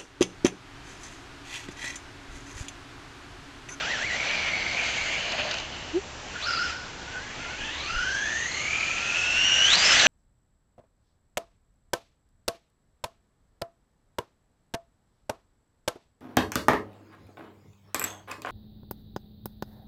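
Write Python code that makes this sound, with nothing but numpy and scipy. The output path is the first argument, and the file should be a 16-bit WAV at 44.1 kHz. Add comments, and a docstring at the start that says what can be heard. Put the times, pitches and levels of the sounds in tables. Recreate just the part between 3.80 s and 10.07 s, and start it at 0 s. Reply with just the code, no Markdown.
"""A gear whine: a small electric model truck drives off on asphalt, blips the throttle far away, then
accelerates back and spins its wheels close by. Gear tones follow the mesh rate, with overtones, throb and rasp.
Filtered noises make the tyres' hiss and drone, the motor can and the air; noise bursts flick grit at the shell.
A short low hoot, a gliding tone, sounds once over the quiet air, a faint hum and wind on the microphone."""
import sys
import numpy as np
from scipy import signal
from scipy.fft import rfft, irfft, next_fast_len
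from scipy.io import wavfile
from scipy.ndimage import uniform_filter1d, map_coordinates

SR = 44100
rng = np.random.default_rng(int(sys.argv[2]) if len(sys.argv) > 2 else 0)


def wav_out(sig):
    """Save sig, one row per channel (or a flat mono array), as 16-bit PCM at SR to the path in sys.argv[1]."""
    wavfile.write(sys.argv[1], SR, np.round(np.clip(np.atleast_2d(sig).T, -1, 1) * 32767).astype(np.int16))


def linear_from_db(decibels):
    """Turn decibels (scalar or array-like) into linear amplitude factors; 0 gives 1."""
    return 10 ** (np.asarray(decibels, float) / 20)


N = 276507  # length in samples

# gear mesh, one table per burst of throttle (leaving, far blip, returning):
# [time_s, mesh_hz, load_db (reference for the partials), blur (0-1)]
THROTTLE_BURSTS = [
    [(0, 1568, -38, 0.32), (.044, 1325, -36.5, 0.35), (.12, 2013, -28, 0), (.188, 1393, -32.5, 0.41),
     (.27, 2288, -30.5, 0.25), (.3, 2013, -29, 0.47), (.345, 1936, -27, 0.01), (.37, 2260, -30, .8),
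     (.6, 2340, -31.5, 0.9), (.76, 2210, -28.5, 0.77), (.91, 2146, -31.5, 0.73), (1.0, 2380, -28, .9),
     (1.1, 2200, -35, 0.8), (1.2, 2320, -35.5, 0.85), (1.28, 2124, -33.5, 0.46), (1.36, 2286, -29, 0.56),
     (1.4, 2310, -43, 0.52), (1.47, 2400, -37, 0.49), (1.54, 2450, -48, .9), (1.6, 2500, -38, .9),
     (1.66, 2510, -48, .9), (1.74, 2544, -38, .9), (1.8, 2600, -50, .9)],
    [(2.545, 500, -45, .4), (2.56, 488.5, -36, 0.32), (2.59, 499, -37.5, 0.54), (2.612, 718, -38, .4),
     (2.63, 1170, -28, 0.4), (2.655, 1300, -30, 0.2), (2.675, 1480, -27, 0.36), (2.75, 1358, -30, 0.4),
     (2.85, 1479, -29.5, 0.15), (2.9, 1370, -35, .3), (2.93, 1480, -38, 0.42), (3.1, 1481, -50, .55)],
    [(3.2, 465.8, -36, 0.23), (3.25, 479.5, -45, 0.28), (3.35, 505, -33, 0.14), (3.43, 530, -34, 0),
     (3.58, 664, -40, .2), (3.61, 689, -33.5, 0.14), (3.68, 713, -31.5, 0.25), (3.73, 741, -34, .15),
     (3.77, 770, -37, .15), (3.82, 842, -31, .2), (3.9, 900, -31, .2), (3.96, 1035, -34.5, .3),
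     (4.0, 1140, -33, 0.17), (4.075, 1215, -32.5, .4), (4.1, 1343, -32.5, .25), (4.2, 1463, -29.5, 0.08),
     (4.42, 1666, -29, 0.11), (4.66, 1909, -30, 0.1), (4.7, 2090, -35, .6), (4.8, 2150, -33, 0.71),
     (4.9, 2337, -28.5, 0.26), (5.05, 2419, -29.5, 0.47), (5.25, 2540, -33.5, 0.56),
     (5.4, 2632, -25.5, 0.39), (5.5, 2677, -26, 0.01), (5.65, 2836, -21.5, 0.18), (5.8, 2860, -21.5, .1),
     (5.87, 3020, -19, 0.24), (5.91, 3480, -21.5, 0.2), (5.94, 4010, -17.5, 0), (5.97, 4740, -29, .1),
     (6.03, 4800, -27, 0), (6.045, 5140, -26.5, .1), (6.065, 5200, -18.5, 0.2), (6.09, 5180, -30.5, 0.3),
     (6.13, 5194, -22, .15), (6.15, 4865, -42, .5), (6.188, 4450, -32, .1), (6.197, 4050, -15, .1),
     (6.205, 3800, -19, .1), (6.212, 3600, -40, .3), (6.258, 1600, -45, .2), (6.264, 1700, -14.5, .1),
     (6.27, 3300, -15.5, .1) ],
]
# overtones over the load in each burst; the unloaded far blip rasps most:
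# [octave_db, third_and_fourth_db, rasp_db]
OVERTONES_OVER_LOAD = [(-12, -12, -6.5), (-15, -3, -4), (-8.5, -8, -10.5)]
# how well the small body radiates a gear partial: [frequency_hz, gain_db]
BODY_RADIATION = [(450, -27.5), (1230, -13), (1340, -3), (1500, 1.5), (1750, -1), (2100, -2.5), (2700, 5.5),
                  (3400, -6.5), (3800, -10.5), (4200, 0), (4700, -15.5), (5300, -13), (5650, 0.5),
                  (5950, 0), (6300, -2.5), (9000, -24)]
# broad resonances of the plastic shell: [centre_hz, width_hz, gain_db]
SHELL_RESONANCES = [(1480, 117, 4.5), (2860, 1200, 2), (3900, 1200, 4.5), (6700, 3900, -3)]
# second gear stage, a thin line climbing under the mesh: [time_s, pitch_hz, level_db]
SECOND_STAGE = [(4.75, 1154, -49), (4.85, 1243, -46.5), (5.87, 1595, -34), (5.95, 1675, -41)]
# freewheeling, a faint smeared whistle: [start_s, length_s, start_level_db]
COASTING_SPELLS = [(1.402, 0.1, -35.5), (1.589, 0.05, -33.5), (1.704, 0.15, -36), (1.93, .21, -42),
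                   (2.43, 0.17, -49.5)]
# rolling: [time_s, nearness_db, brightness_db (higher when the truck comes nose first under power)]
ROLLING_COURSE = [(0, -30.5, -1.5), (.23, -31.5, 1.2), (.28, -37, 1), (.32, -30, 1), (.55, -29, -1.5),
                  (.82, -31.5, -2.5), (1.11, -28.5, 1.5), (1.4, -31.5, 1.5), (1.52, -31, -3),
                  (1.74, -31.5, -2), (1.85, -40, -2.5), (2.18, -42.5, .3), (2.25, -52.5, 7),
                  (2.49, -44.5, 3.5), (2.65, -34.5, 1.5), (2.91, -35.5, 3.5), (2.99, -45.5, -1.5),
                  (3.21, -45, 1.5), (3.82, -38, 2), (4.09, -36, 2), (4.7, -35, 5), (4.8, -34, 5),
                  (5.45, -30, 4), (5.85, -25.5, 4.5), (5.94, -22.5, 6), (5.965, -22, -2.5),
                  (5.99, -20.5, 5), (6.15, -17, 4), (6.27, -18.5, 2)]
# spectra of rumble, hiss, rattle and fizz, each: [frequency_hz, density_db (per Hz, relative)]
ROLLING_SPECTRA = ([(60, -120), (90, -17), (200, -12.5), (400, -13), (650, -1), (1000, -6.5), (1300, -16.5),
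                   (1600, -120)], [(800, -120), (1100, -2), (1600, 3.5), (2200, 2), (2900, 8), (3400, 2.5),
                   (3800, -7), (4200, -120)], [(3000, -120), (3400, -11.5), (3800, -3.5), (4400, -1),
                   (4900, -4.5), (5300, -4.5), (5700, -120)], [(4700, -120), (5100, -10.5), (5600, 0.5),
                   (6300, -1), (7300, -0.5), (8500, -4), (9100, -6.5)])
# the same four noises, relative to each other and to the nearness: [level_db]
ROLLING_BALANCE = [-8.5, -0.3, -9, -13]
# the same four noises: [gain_db per dB of brightness]
ROLLING_TILTS = [-.9, 0.13, -0.25, 1.46]
# the same four noises: [share of each bump]
ROLLING_JOLT_SHARES = [1.5, 1.08, 0.48, 0.52]
# bumps in the road that jolt the whole truck: [time_s, swell_db (before each noise takes its share)]
ROAD_BUMPS = [(1.34, 3.5), (1.53, 3), (1.6, 3.5), (1.72, -1), (5.94, 2), (6.265, 2.5)]
# delay of the copy off the asphalt: [time_s, lag_ms]
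ASPHALT_LAG = [(0, .512), (.8, 0.5), (1.3, 0.46), (1.8, 0.48), (2.7, 0.5), (4.2, .49), (4.6, .47),
               (5.0, 0.45), (5.4, 0.49), (6.27, 0.5)]
# grit flicked against the shell: [start_s, burst_db (before its envelope and the shell)]
GRIT_HITS = [(1.35, -34.5), (1.489, -38.5), (1.5194, -15), (1.593, -25), (1.7111, -12.5), (1.7403, -17.5),
             (1.7828, -18), (1.7988, -20.5), (2.538, -37.5), (5.8631, -12.5), (5.9302, -7.5),
             (5.9535, -4.5), (6.197, -5), (6.2106, -14), (6.2634, -27)]
# spectrum of the quiet air: [frequency_hz, density_db (per Hz, relative)]
AIR_SPECTRUM = [(13, -31), (22, 4), (50, -6), (85, -6), (108, 1.5), (150, -4), (300, -4), (616, -7),
                (900, -5.5), (1150, -7.5), (3560, -13), (7180, -17), (9100, -20.5)]
# wind gusts: [time_s, swell_db (over the calm)]
WIND_GUSTS = [(3.78, 17), (4.17, 26.5)]
# response of the microphone chain: [frequency_hz, gain_db]
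MICROPHONE_RESPONSE = [(7000, -0.5), (7600, -2.5), (7950, -19.5), (8080, -20.5), (8250, -12), (8700, -21.5),
                       (9000, -24.5)]


def unit(x):
    """Normalisation: scales a signal to rms 1."""
    return x / np.sqrt(np.mean(np.abs(x) ** 2) + 1e-20)


def curves(rows):
    """Linear interpolation: one value per sample for each column after the time."""
    s, *columns = np.transpose(rows)
    return [np.interp(np.arange(N) / SR, s, column) for column in columns]


def sounding(rows):
    """Gating: 1 between the first and last row, with 10 ms fades outside them."""
    t = np.arange(N) / SR
    inside_s = np.minimum(t - rows[0][0], rows[-1][0] - t)
    return np.clip(inside_s / .01 + 1, 0, 1)


def swells(rows, wide_s):
    """Gaussian envelopes: bell-shaped swells from (time_s, height) rows."""
    t = np.arange(N) / SR
    return sum(height * np.exp(-.5 * ((t - s) / wide_s) ** 2) for s, height in rows)


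def wobble(rate):
    """Slow random modulation: a smooth curve through rate random knots a second."""
    knots = rng.standard_normal(int(N * rate / SR) + 4)
    return map_coordinates(knots, [np.arange(N) * rate / SR])


def filtered(x, response):
    """Linear filtering: multiplies the spectrum by a complex response of frequency."""
    m = next_fast_len(N + 8192)
    return irfft(rfft(x, m) * response(np.fft.rfftfreq(m, 1 / SR)), m)[:N]


def rush(spectrum, patchy_db):
    """Coloured noise: rms 1, with random gain in patches of time and frequency."""
    z = signal.stft(rng.standard_normal(N), nperseg=512)[2]
    field = uniform_filter1d(rng.standard_normal(z.shape), size=5, axis=0)
    field = uniform_filter1d(field, size=8, axis=1)
    x = signal.istft(z * linear_from_db(patchy_db * unit(field)), nperseg=512)[1][:N]
    f, db = np.transpose(spectrum)

    def colour(hz):
        return linear_from_db(np.interp(np.log(hz + 1), np.log(f + 1), db, -120, -120))

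    return unit(filtered(x, colour))


def tone(turns, blur, spread):
    """Narrow-band modulation: a tone of rms 1, partly smeared into noise; spread is its width over the pitch."""
    blur = np.clip(blur, 0, 1)
    knots = rng.standard_normal((2, N // 4))
    real, imaginary = (map_coordinates(k, [turns * spread]) for k in knots)
    smear = unit(real + 1j * imaginary)
    carrier = np.exp(2j * np.pi * turns)
    return np.sqrt(2) * np.real(carrier * (np.sqrt(1 - blur) + np.sqrt(blur) * smear))


def breathy(hz, spread):
    """Narrow-band noise: a loose whistle with no steady part."""
    return tone(np.cumsum(hz * np.ones(N)) / SR, 1.0, spread=spread)


def shell(x):
    """Parallel resonance: the plastic shell rings at a few broad modes of alternating sign."""
    def response(f):
        total = 0
        for k, (centre, width, db) in enumerate(SHELL_RESONANCES):
            damping = 1j * f * width
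            total = total + (-1) ** k * linear_from_db(db) * damping / (centre * centre - f * f + damping)
        return total

    return filtered(x, response)


def radiated(hz):
    """Radiation efficiency: the body's gain in dB at a partial, interpolated over log frequency."""
    f, db = np.transpose(BODY_RADIATION)
    return np.interp(np.log(hz), np.log(f), db)


def gears(rows, over_db):
    """Periodic tooth contact: teeth meet at the mesh rate; out-of-round gears throb and waver once a turn."""
    hz, load_db, blur = curves(rows)
    octave_over_db, upper_over_db, rasp_over_db = over_db
    mesh_db = load_db + np.minimum(radiated(hz), 0) * (hz < 3000)
    octave_db = load_db + octave_over_db + radiated(2 * hz) + 1.6 * wobble(9)
    # above a knee in mesh rate the higher partials and the rasp lose so many dB per octave
    upper_db = load_db + upper_over_db - 18.5 * np.maximum(np.log2(hz / 900), 0)
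    rasp_db = load_db + rasp_over_db - 26 * np.maximum(np.log2(hz / 1350), 0) + 1.4 * wobble(9)

    teeth = np.cumsum(hz * (1 + 0.00375 * wobble(60) + .02 * blur * wobble(30))) / SR
    big = 2 * np.pi * teeth / 60  # rotation in radians of a 60-tooth gear
    small = 2 * np.pi * teeth / 15  # and of a 15-tooth gear
    big = big - big[round(4.935 * SR)]  # a throb peaks at this second
    depth = .15 + swells([(5.0, .5)], wide_s=.2)
    throb = sounding(rows) * np.exp(depth * (np.cos(big) - depth / 2))
    throb = throb * (1 + 0.13 * np.cos(2 * big + 1) + 0.12 * np.cos(small))
    # run-out of the big gear swings the pitch, lowest at each throb and less at speed
    run_out = .28 * (1500 / np.maximum(hz, 1500)) ** 1.6 * np.sin(big)
    teeth = teeth - run_out + 0.069 * np.sin(small)  # the small gear adds side strands

    mesh = linear_from_db(mesh_db) * tone(teeth, blur, spread=.16)
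    octave = linear_from_db(octave_db) * tone(2 * teeth, 0.71 * blur, spread=.04)
    third = tone(3 * teeth, blur, spread=.08)
    fourth = 0.34 * tone(4 * teeth, blur, spread=0.045)
    upper = linear_from_db(upper_db) * (third + fourth)
    # the motor's own switching: a rough band at about three and a half times the mesh rate
    rasp = linear_from_db(rasp_db) * tone(3.55 * teeth, .9, spread=.13)
    return throb * (mesh + octave) + shell(throb * (upper + rasp))


def second_stage():
    """Gear reduction: a slower pair of gears sings a thin line that climbs under the mesh tone."""
    hz, db = curves(SECOND_STAGE)
    return sounding(SECOND_STAGE) * linear_from_db(db) * tone(np.cumsum(hz) / SR, 0.24, spread=0.11)


def coasting():
    """Loose contact: unloaded gears whistle as narrow-band noise, falling 8 dB over each spell."""
    t = np.arange(N) / SR
    level = 0
    for s, length, db in COASTING_SPELLS:
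        fade_db = 8 * np.clip((t - s) / length, 0, 1)
        level = level + sounding([[s], [s + length]]) * linear_from_db(db - fade_db)
    return level * breathy(2907, spread=.18)


def motor_can():
    """Forced resonance: brush noise rings the steel can in a high band, most at middle speed on the way back."""
    mesh_hz = curves(THROTTLE_BURSTS[-1])[0]
    boost_db = 14 / (1 + ((mesh_hz - 1900) / 450) ** 2)
    lag_s = curves(ASPHALT_LAG)[0] / 1000
    band_hz = 3.0 / lag_s  # where the copy off the asphalt would lag three cycles
    nearness_db = curves(ROLLING_COURSE)[0]
    return linear_from_db(nearness_db - 19 + boost_db) * breathy(band_hz, spread=.12)


def rolling():
    """Random excitation: tyres, chassis and motor make four noises jolted by the road, partly together."""
    near_db, bright_db = curves(ROLLING_COURSE)
    bumps_db = swells(ROAD_BUMPS, wide_s=0.016)
    shared_db = 0.16 * wobble(30) + 0.47 * wobble(150)
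    out = 0
    for over_db, tilt, share, spectrum in zip(
            ROLLING_BALANCE, ROLLING_TILTS, ROLLING_JOLT_SHARES, ROLLING_SPECTRA):
        level_db = near_db - 2 + over_db + tilt * bright_db + share * bumps_db
        own_db = 0.75 * wobble(12) + 0.87 * wobble(40)
        out = out + linear_from_db(level_db + shared_db + own_db) * rush(spectrum, patchy_db=0.67)
    return out


def asphalt(x):
    """Comb filtering: a late copy off the road puts moving notches in the spectrum."""
    late = np.arange(N) - curves(ASPHALT_LAG)[0] * SR / 1000
    return x + 0.2 * map_coordinates(x, [late])


def drone():
    """Narrow-band excitation: a rough stretch makes the tyres drone briefly on one low note."""
    return linear_from_db(-40) * swells([(1.61, 1)], wide_s=.11) * breathy(647, spread=.2)


def grit():
    """Impact excitation: each stone is a short burst of noise that rings the shell."""
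    out, t = np.zeros(N + SR), np.arange(SR // 20) / SR
    envelope = linear_from_db(-60 * t / .024) * (1 - np.exp(-t / .0006))  # 60 dB down in 24 ms, onset 0.6 ms
    for s, db in GRIT_HITS:
        out[round(s * SR):][:len(t)] += linear_from_db(db) * rng.standard_normal(len(t)) * envelope
    return shell(out[:N]) + .3 * out[:N]


def woods(x):
    """Diffuse reflection: trees and houses send back a short smear of echoes."""
    t = np.arange(SR // 3) / SR
    # 60 dB decay rate per 0.82 s, after a 12 ms gap
    tail = rng.standard_normal(len(t)) * linear_from_db(-60 * t / 0.82) * (t > .012)
    return signal.fftconvolve(x, tail / np.linalg.norm(tail))[:N]


def hoot():
    """Frequency glide: one soft rising note with a faint octave."""
    middle_s, half_s = 2.166, 0.045
    u = np.clip((np.arange(N) / SR - middle_s) / half_s, -1, 1)
    hz = 355.6 + 54.3 * np.sin(u * np.pi / 2)
    turn = 2 * np.pi * np.cumsum(hz) / SR
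    level = linear_from_db(-21 - 42 * np.abs(u) ** 2.2) * (np.abs(u) < 1)  # both ends 42 dB under the peak
    return np.sqrt(2) * level * (np.sin(turn) + linear_from_db(-24.5) * np.sin(2 * turn))


def air():
    """Broadband background: far hiss of the woods, a wavering low hum and wind on the microphone."""
    hiss = linear_from_db(-40.72) * rush(AIR_SPECTRUM, patchy_db=1.07)
    hum = linear_from_db(-51) * tone(69 * np.arange(N) / SR, .9, spread=0.34)
    wind_spectrum = [(15, -10.5), (30, -4.5), (50, -16.5), (75, -25)]  # frequency_hz, density_db
    wind_db = -62 + swells(WIND_GUSTS, wide_s=0.049)
    return hiss + hum + linear_from_db(wind_db) * rush(wind_spectrum, patchy_db=4.5)


def scene():
    """Superposition: the truck with its echoes, over the quiet roadside."""
    whine = sum(map(gears, THROTTLE_BURSTS, OVERTONES_OVER_LOAD))
    truck = whine + second_stage() + coasting() + motor_can() + grit()
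    echoes = linear_from_db(-11.5) * woods(truck)
    mix = truck + echoes + asphalt(rolling()) + drone() + hoot() + air()
    return mix[None]


def roll_off(x):
    """The treble ends steeply here."""
    return signal.sosfilt(signal.butter(12, 8920, fs=SR, output="sos"), x)


def record(dry):
    """Low-pass response: the small microphone chain rolls off steeply at the top."""
    f, db = np.transpose(MICROPHONE_RESPONSE)
    mix = filtered(dry[0], lambda hz: linear_from_db(np.interp(hz, f, db)))[None]
    return roll_off(mix)


dry = scene()
out = record(dry)
wav_out(out)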